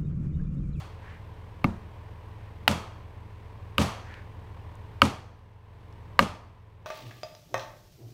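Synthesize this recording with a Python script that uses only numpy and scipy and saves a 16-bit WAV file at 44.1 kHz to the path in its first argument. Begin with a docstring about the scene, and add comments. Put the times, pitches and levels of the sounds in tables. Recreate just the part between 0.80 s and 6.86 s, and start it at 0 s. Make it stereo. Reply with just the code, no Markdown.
"""A feller hammers a wedge into a big tree while an engine, by its beat a six-cylinder diesel, idles nearby.
We open on the tail of a blow; just before one second the next lands as a dull, wooden knock.
From about two seconds four more follow: each cracks, rings the wedge, booms in the trunk and
scatters through the bush. The recorder clips on the blows and turns its gain down after them.
In the gaps leaves rustle and, in the second half, twigs snap."""
import sys
import numpy as np
from scipy import signal
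from scipy.fft import rfft, irfft, next_fast_len
from scipy.io import wavfile
from scipy.ndimage import uniform_filter1d, minimum_filter1d

SR = 44100
rng = np.random.default_rng(int(sys.argv[2]) if len(sys.argv) > 2 else 0)


def bounce(signal):
    """Save signal as a 16-bit WAV file at the path given by the first command-line argument."""
    frames = np.transpose(np.atleast_2d(signal))
    limited = np.clip(frames, -1, 1)
    pcm = np.round(limited * 32767).astype(np.int16)
    wavfile.write(sys.argv[1], SR, pcm)


N = 267246

# The hammer hits. Each row: start in seconds, crack level in dB, brightness in dB per octave,
# then the levels of wedge ring, trunk boom and bush scatter in dB.
HAMMER_HITS = [(-0.21, 11, 10, -9, -22, -22), (1.8781, 1.5, 1.5, -15.5, -21.5, -23),
               (2.9811, -9.5, 2.5, -9.5, -17.5, -21), (4.2180, -3, .5, -1.5, -16.5, -21),
               (5.3913, 0, -0.5, -1, -20, -21)]

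def hammering(contact_s=0.00056, build_s=0.0088, build_doubles_db=13):
    """Steel cracks on the wedge, the wedge rings briefly, the trunk booms, the bush answers."""
    out, t = np.zeros((2, N)), np.arange(SR) / SR
    for start, crack_db, bright_db, ring_db, boom_db, bush_db in HAMMER_HITS:
        strike = undb(crack_db) * crack(t, bright_db) + undb(ring_db) * wedge_ring(t)
        strike *= 1 - np.exp(-t / contact_s)
        boom = undb(boom_db) * trunk_boom(t)
        bush_tilt_db = -0.82 + 0.34 * bright_db  # duller than the crack, partly following it
        swell_s = build_s * 2 ** (-crack_db / build_doubles_db)  # a weaker crack blooms more slowly
        scatter = undb(bush_db) * bush_scatter(t, bush_tilt_db, swell_s)
        add(out, start, from_left(strike + boom) + scatter)
    return out


# The colour of the crack. Each row: frequency in Hz, relative level in dB.
CRACK_EQ = [(100, -30.5), (400, -16), (800, -8), (1200, -2.5), (1900, -5), (2800, -8), (4300, -13.5),
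            (6000, -25), (12000, -30), (16000, -43)]

def crack(t, bright_db, t60=0.014):
    """Hammer meets wedge: a flash of noise with the same energy at any brightness."""
    envelope = fade(t, t60)
    flash = noise(CRACK_EQ, size=len(t), tilt_db=bright_db)[0] * envelope
    return flash * np.linalg.norm(envelope) / np.linalg.norm(flash)


# The wedge's clank. Each row: pitch in Hz, level in dB, 60 dB decay time in seconds.
WEDGE_MODES = [(561.4, -16.5, 0.096), (952, -13, 0.034), (1203, 0.5, .024), (1387, -4, 0.007),
               (1584, -10, 0.028), (2267, -11, 0.027), (2735, -7.5, 0.013), (3060, -6.5, 0.012),
               (4300, -7.5, 0.01)]

def wedge_ring(t):
    """The struck wedge rings briefly in its cut."""
    return ring(WEDGE_MODES, t)


# The weight under each hit. Each row: pitch in Hz, level in dB, 60 dB decay time in seconds.
TRUNK_MODES = [(87, -1.5, 0.29), (127.8, -5, 0.3), (171.3, -5, 0.26), (213.6, 3.5, .17), (272.6, 1, 0.14),
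               (346.4, -6.5, 0.16), (516, -13, 0.2), (581, -1, 0.11)]

def trunk_boom(t, build_s=0.015):
    """The trunk's low modes swell into a boom."""
    return ring(TRUNK_MODES, t, detune=0.017) * (1 - np.exp(-(t / build_s) ** 2))


# The knock's balance: tick, body and rattle levels in dB.
KNOCK_MIX = (-12, -10, -31)
# Its dry tick and hollow body. Each row: pitch in Hz, level in dB, 60 dB decay time in seconds.
TICK_MODES = [(730, 1, 0.01), (1006, -2, 0.014), (1224, -1.5, 0.024), (2186, -3, 0.02), (2670, -12, 0.025)]
BODY_MODES = [(132, -1, 0.049), (190.5, -14, 0.33), (226, -17, 0.33), (272, -1.5, 0.041),
              (341.7, -25.5, 0.35), (562, -20, 0.095)]
# Its dark rattle. Each row: frequency in Hz, relative level in dB.
RATTLE_EQ = [(100, 9.5), (500, -4.5), (1000, -5), (2500, -23), (6000, -31), (16000, -47)]

def dull_knock(start=0.8432, body_delay_s=0.00256, rattle_t60=0.47, snap_db=-22, snap_t60=0.021):
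    """A blow that does not ring the steel: a dry tick, then a hollow wooden note."""
    out, t = np.zeros((2, N)), np.arange(SR) / SR
    tick_db, body_db, rattle_db = KNOCK_MIX
    snap = undb(snap_db) * noise(CRACK_EQ, size=SR, tilt_db=-0.9)[0] * fade(t, snap_t60)
    add(out, start, from_left(undb(tick_db) * ring(TICK_MODES, t) + snap))
    add(out, start + body_delay_s, from_left(undb(body_db) * ring(BODY_MODES, t)))
    add(out, start, undb(rattle_db) * noise(RATTLE_EQ, size=SR) * fade(t, rattle_t60))
    return out


# The colour of the bush's reverb. Each row: frequency in Hz, relative level in dB.
SCATTER_EQ = [(60, 0.5), (200, 15), (380, 3), (650, 1), (1150, -0.5), (1700, -8.5), (2700, -5), (4500, -12),
              (8000, -15.5), (12000, -23), (16000, -34.5)]
# Its length. Each row: band centre in Hz, 60 dB decay time in seconds.
SCATTER_DECAY = [(100, 0.32), (300, 0.31), (900, 0.74), (2500, 0.573), (6000, 0.41), (14000, 0.41)]

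def bush_scatter(t, tilt_db, build_s, tree_s=0.034, tree_db=-1, far_db=-26, far_hz=2300):
    """Scatter from stems and leaves builds and flares off a big tree; steel and a far tail linger."""
    spectrum = rfft(noise(SCATTER_EQ, size=len(t), tilt_db=tilt_db, wide_hz=692.4))
    hz = np.arange(spectrum.shape[1]) * SR / len(t)
    flare = 1 + undb(tree_db) * (t > tree_s) * fade(abs(t - tree_s), t60=0.058)
    out = steel_shimmer(t, hz, tilt_db)
    for centre, t60 in SCATTER_DECAY:
        band = lookup([(f, f == centre) for f, _ in SCATTER_DECAY], hz)
        far_tail = undb(far_db) * fade(t, t60=1.6) / (1 + (centre / far_hz) ** 2)
        out += irfft(spectrum * band, len(t)) * np.hypot(fade(t, t60) * flare, far_tail)
    return out * (1 - np.exp(-(t / build_s) ** 2))


# The metallic sheen in the tail. Each row: centre in Hz, width in Hz, relative level in dB.
STEEL_PEAKS = [(1215, 170, -6.5), (1760, 110, -16.5), (3290, 150, -17), (4450, 500, -20), (5170, 88, -21.5),
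               (5976, 800, -26), (6740, 130, -26), (8130, 300, -32.5)]

def steel_shimmer(t, hz, tilt_db, level_db=-12, t60=0.64):
    """The steel's ring, smeared by the trees; each blow stirs the modes differently."""
    peaks = 0
    for centre, width, db in STEEL_PEAKS:
        peak_db = db + tilt_db * np.log2(centre / 1500) + 1.8 * rng.standard_normal()
        peaks += undb(peak_db) / (1 + (2 * (hz - centre) / width) ** 2)
    white = rng.standard_normal((2, len(t)))
    return undb(level_db) * unit(irfft(peaks * rfft(white), len(t))) * fade(t, t60)


# The exhaust's drone. Each row: multiple of the engine's cycle rate, level in dB.
EXHAUST_HARMONICS = [(6, -54.5), (9, -60), (11, -67.5), (12, -48), (13, -59.5), (14, -60), (16, -60.5),
                     (18, -58), (24, -60.5), (30, -74), (34, -72.5), (64, -65.5), (66, -73.5)]
# The fan's hum. Each row: multiple of the fan's pitch, level in dB.
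FAN_HARMONICS = [(1, -48), (2, -70), (3, -68)]
# Diesel clatter and the rumble beneath it. Each row: frequency in Hz, relative level in dB.
CLATTER_EQ = [(100, -6), (170, -3.5), (280, -8), (370, -2.5), (440, 0), (530, -1.5), (750, -4.5), (1000, 2),
              (1320, -11), (1800, -9.5), (3000, -16), (5400, -29), (9000, -36.5), (16000, -43.5)]
RUMBLE_EQ = [(20, -30.5), (45, -18), (70, 4.5), (95, 8.5), (130, 4), (180, -6.5), (300, -7.5), (600, -50.5)]

def diesel_idle(cycle_hz=6.722, fan_hz=104.6, cylinders=6, drift=0.00196, pulse_depth=0.14):
    """Exhaust beats against the fan's hum; clatter pulses at each firing and partly repeats each cycle."""
    cycles = np.cumsum(cycle_hz * (1 + drift * wander(6))) / SR
    fan_turns = np.cumsum(fan_hz * (1 + drift * wander(5.19))) / SR
    firings = np.cos(2 * np.pi * cylinders * cycles)
    pulsing = unit(1 + pulse_depth * firings * undb(2 * wander(40)))
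    loose = undb(-53) * noise(CLATTER_EQ, wide_hz=1144)
    one_cycle = noise(CLATTER_EQ, size=int(SR / cycle_hz), tilt_db=-3.0)
    position = np.linspace(0, 1, one_cycle.shape[1])
    repeating = undb(-58) * np.array([np.interp(cycles % 1, position, side) for side in one_cycle])
    tones = from_left(hum(cycles, EXHAUST_HARMONICS) + hum(fan_turns, FAN_HARMONICS))
    rumble = undb(-53) * noise(RUMBLE_EQ, wide_hz=600)
    return tones + (loose + repeating) * pulsing + rumble


# Leaf rustles. Each row: start in seconds, level in dB.
LEAF_RUSTLES = [(0.19, -50), (1.579, -63), (3.226, -48)]
# Twig snaps. Each row: start in seconds, level in dB, centre in Hz.
TWIG_SNAPS = [(3.34, -42, 2600), (3.953, -57.5, 7000), (4.591, -60, 4970), (5.125, -53, 3950),
              (5.551, -64, 8130)]

def undergrowth():
    """Leaves rustle in soft swells; twigs snap in short, wide clicks."""
    out = np.zeros((2, N))
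    for start, db in LEAF_RUSTLES:
        add(out, start, undb(db) * burst(hz=1710, length_s=0.22, skirt_db=-18))
    for start, db, hz in TWIG_SNAPS:
        add(out, start, undb(db) * burst(hz, length_s=0.0037, skirt_db=-17))
    return out


# The airy bed. Each row: frequency in Hz, relative level in dB.
HISS_EQ = [(1000, 12), (4000, 5), (6000, -1), (7000, -13), (8300, 1), (10000, -7.5), (14000, -1),
           (16000, -13)]

def leaf_hiss(level_db=-69):
    """A faint, steady hiss of leaves."""
    return undb(level_db) * noise(HISS_EQ)


# The lean of the stereo image. Each row: frequency in Hz, level of right over left in dB.
STEREO_LEAN = [(600, 1.38), (1200, 5.5), (2000, 3), (3000, 1), (5000, 0.2), (8000, -7), (13000, 0.5)]

def from_left(x, lag_s=6.2e-5):
    """Direct sound reaches the left microphone port first, and each port has its own colour."""
    size = next_fast_len(len(x) + SR // 10)
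    hz = np.arange(size // 2 + 1) * SR / size
    lean = undb(lookup(STEREO_LEAN, hz) / 2)
    ports = np.array([1 / lean, lean * np.exp(-2j * np.pi * hz * lag_s)])
    return irfft(rfft(x, size) * ports, size)[:, :len(x)]


def ring(modes, t, detune=0.031):
    """Damped modes, slightly detuned on every strike."""
    out = 0
    for k, (hz, db, t60) in enumerate(modes):
        pitch = hz * (1 + detune * (2 * rng.random() - 1))
        out += (-1) ** k * undb(db) * fade(t, t60) * np.sin(2 * np.pi * pitch * t)
    return out


def hum(turns, harmonics, waver_db=0.43):
    """Harmonics of a turning shaft, each wavering in level."""
    out = 0
    for multiple, db in harmonics:
        gain = undb(db + waver_db * wander(8.3)) * np.sqrt(2)
        out += gain * np.sin(2 * np.pi * (multiple * turns + rng.random()))
    return out


def burst(hz, length_s, skirt_db):
    """A rounded swell of noise around hz, at skirt_db one octave to either side."""
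    swell = np.sqrt(np.hanning(int(length_s * SR)))
    eq = [(hz * 2. ** octave, skirt_db * abs(octave) ** 0.88) for octave in np.arange(-3, 4)]
    return noise(eq, size=SR)[:, :len(swell)] * swell


def noise(eq, size=N, tilt_db=0, wide_hz=900):
    """Coloured stereo noise of rms 1: centred below wide_hz, wide above."""
    hz = np.arange(size // 2 + 1) * SR / size + 1
    gain = undb(lookup(eq, hz) + tilt_db * np.log2(hz / 1500))
    mid, side = np.exp(2j * np.pi * rng.random((2, len(hz))))
    side = side / np.sqrt(1 + (wide_hz / hz) ** 4)
    return unit(irfft(np.array([mid + side, mid - side]) * gain, size))


def wander(rate_hz):
    """Smooth random movement of rms 1."""
    span = int(SR / rate_hz)
    steps = np.repeat(rng.standard_normal(N // span + 1), span)
    return unit(uniform_filter1d(uniform_filter1d(steps, span), span)[:N])


def fade(t, t60):
    """Exponential decay by 60 dB in t60 seconds."""
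    return np.exp(-np.log(1000) * t / t60)


def lookup(points, hz):
    """Read (Hz, value) points on a log-frequency axis."""
    freqs, values = np.transpose(points)
    return np.interp(np.log(hz + 1), np.log(freqs), values)


def undb(db):
    """Decibels to gain."""
    return 10 ** (np.asarray(db) / 20)


def unit(x):
    """Scale to rms 1."""
    return x / np.sqrt(np.mean(x ** 2))


def add(out, start, x):
    """Mix x into out at start seconds; what falls before zero is dropped."""
    i = int(start * SR)
    x, i = x[:, max(-i, 0):], max(i, 0)
    out[:, i:i + x.shape[1]] += x[:, :N - i]


def scene():
    """The idling engine, the blows and the undergrowth over a faint hiss of leaves."""
    return diesel_idle() + hammering() + dull_knock() + undergrowth() + leaf_hiss()


def record(dry, threshold_db=-11.0, sense_s=0.0059, hold_s=0.59, slew_s=0.26, slope=2.17, top_hz=16000):
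    """Gain control sinks after loud peaks, holds and creeps back; the peaks clip; the top is cut."""
    power = uniform_filter1d(np.mean(dry ** 2, axis=0), int(sense_s * SR))
    wanted_db = -slope * np.maximum(10 * np.log10(np.abs(power) + 1e-12) - threshold_db, 0)
    hold, step = int(hold_s * SR), 1 / (slew_s * SR)
    held_db = minimum_filter1d(wanted_db, hold, origin=(hold - 1) // 2)
    ducked = dry * undb(signal.lfilter([step], [1, step - 1], held_db))
    lowpass = signal.ellip(8, .2, 80, top_hz, fs=SR, output="sos")
    return signal.sosfilt(lowpass, np.clip(ducked, -1, 1))


dry = scene()
out = record(dry)
bounce(out)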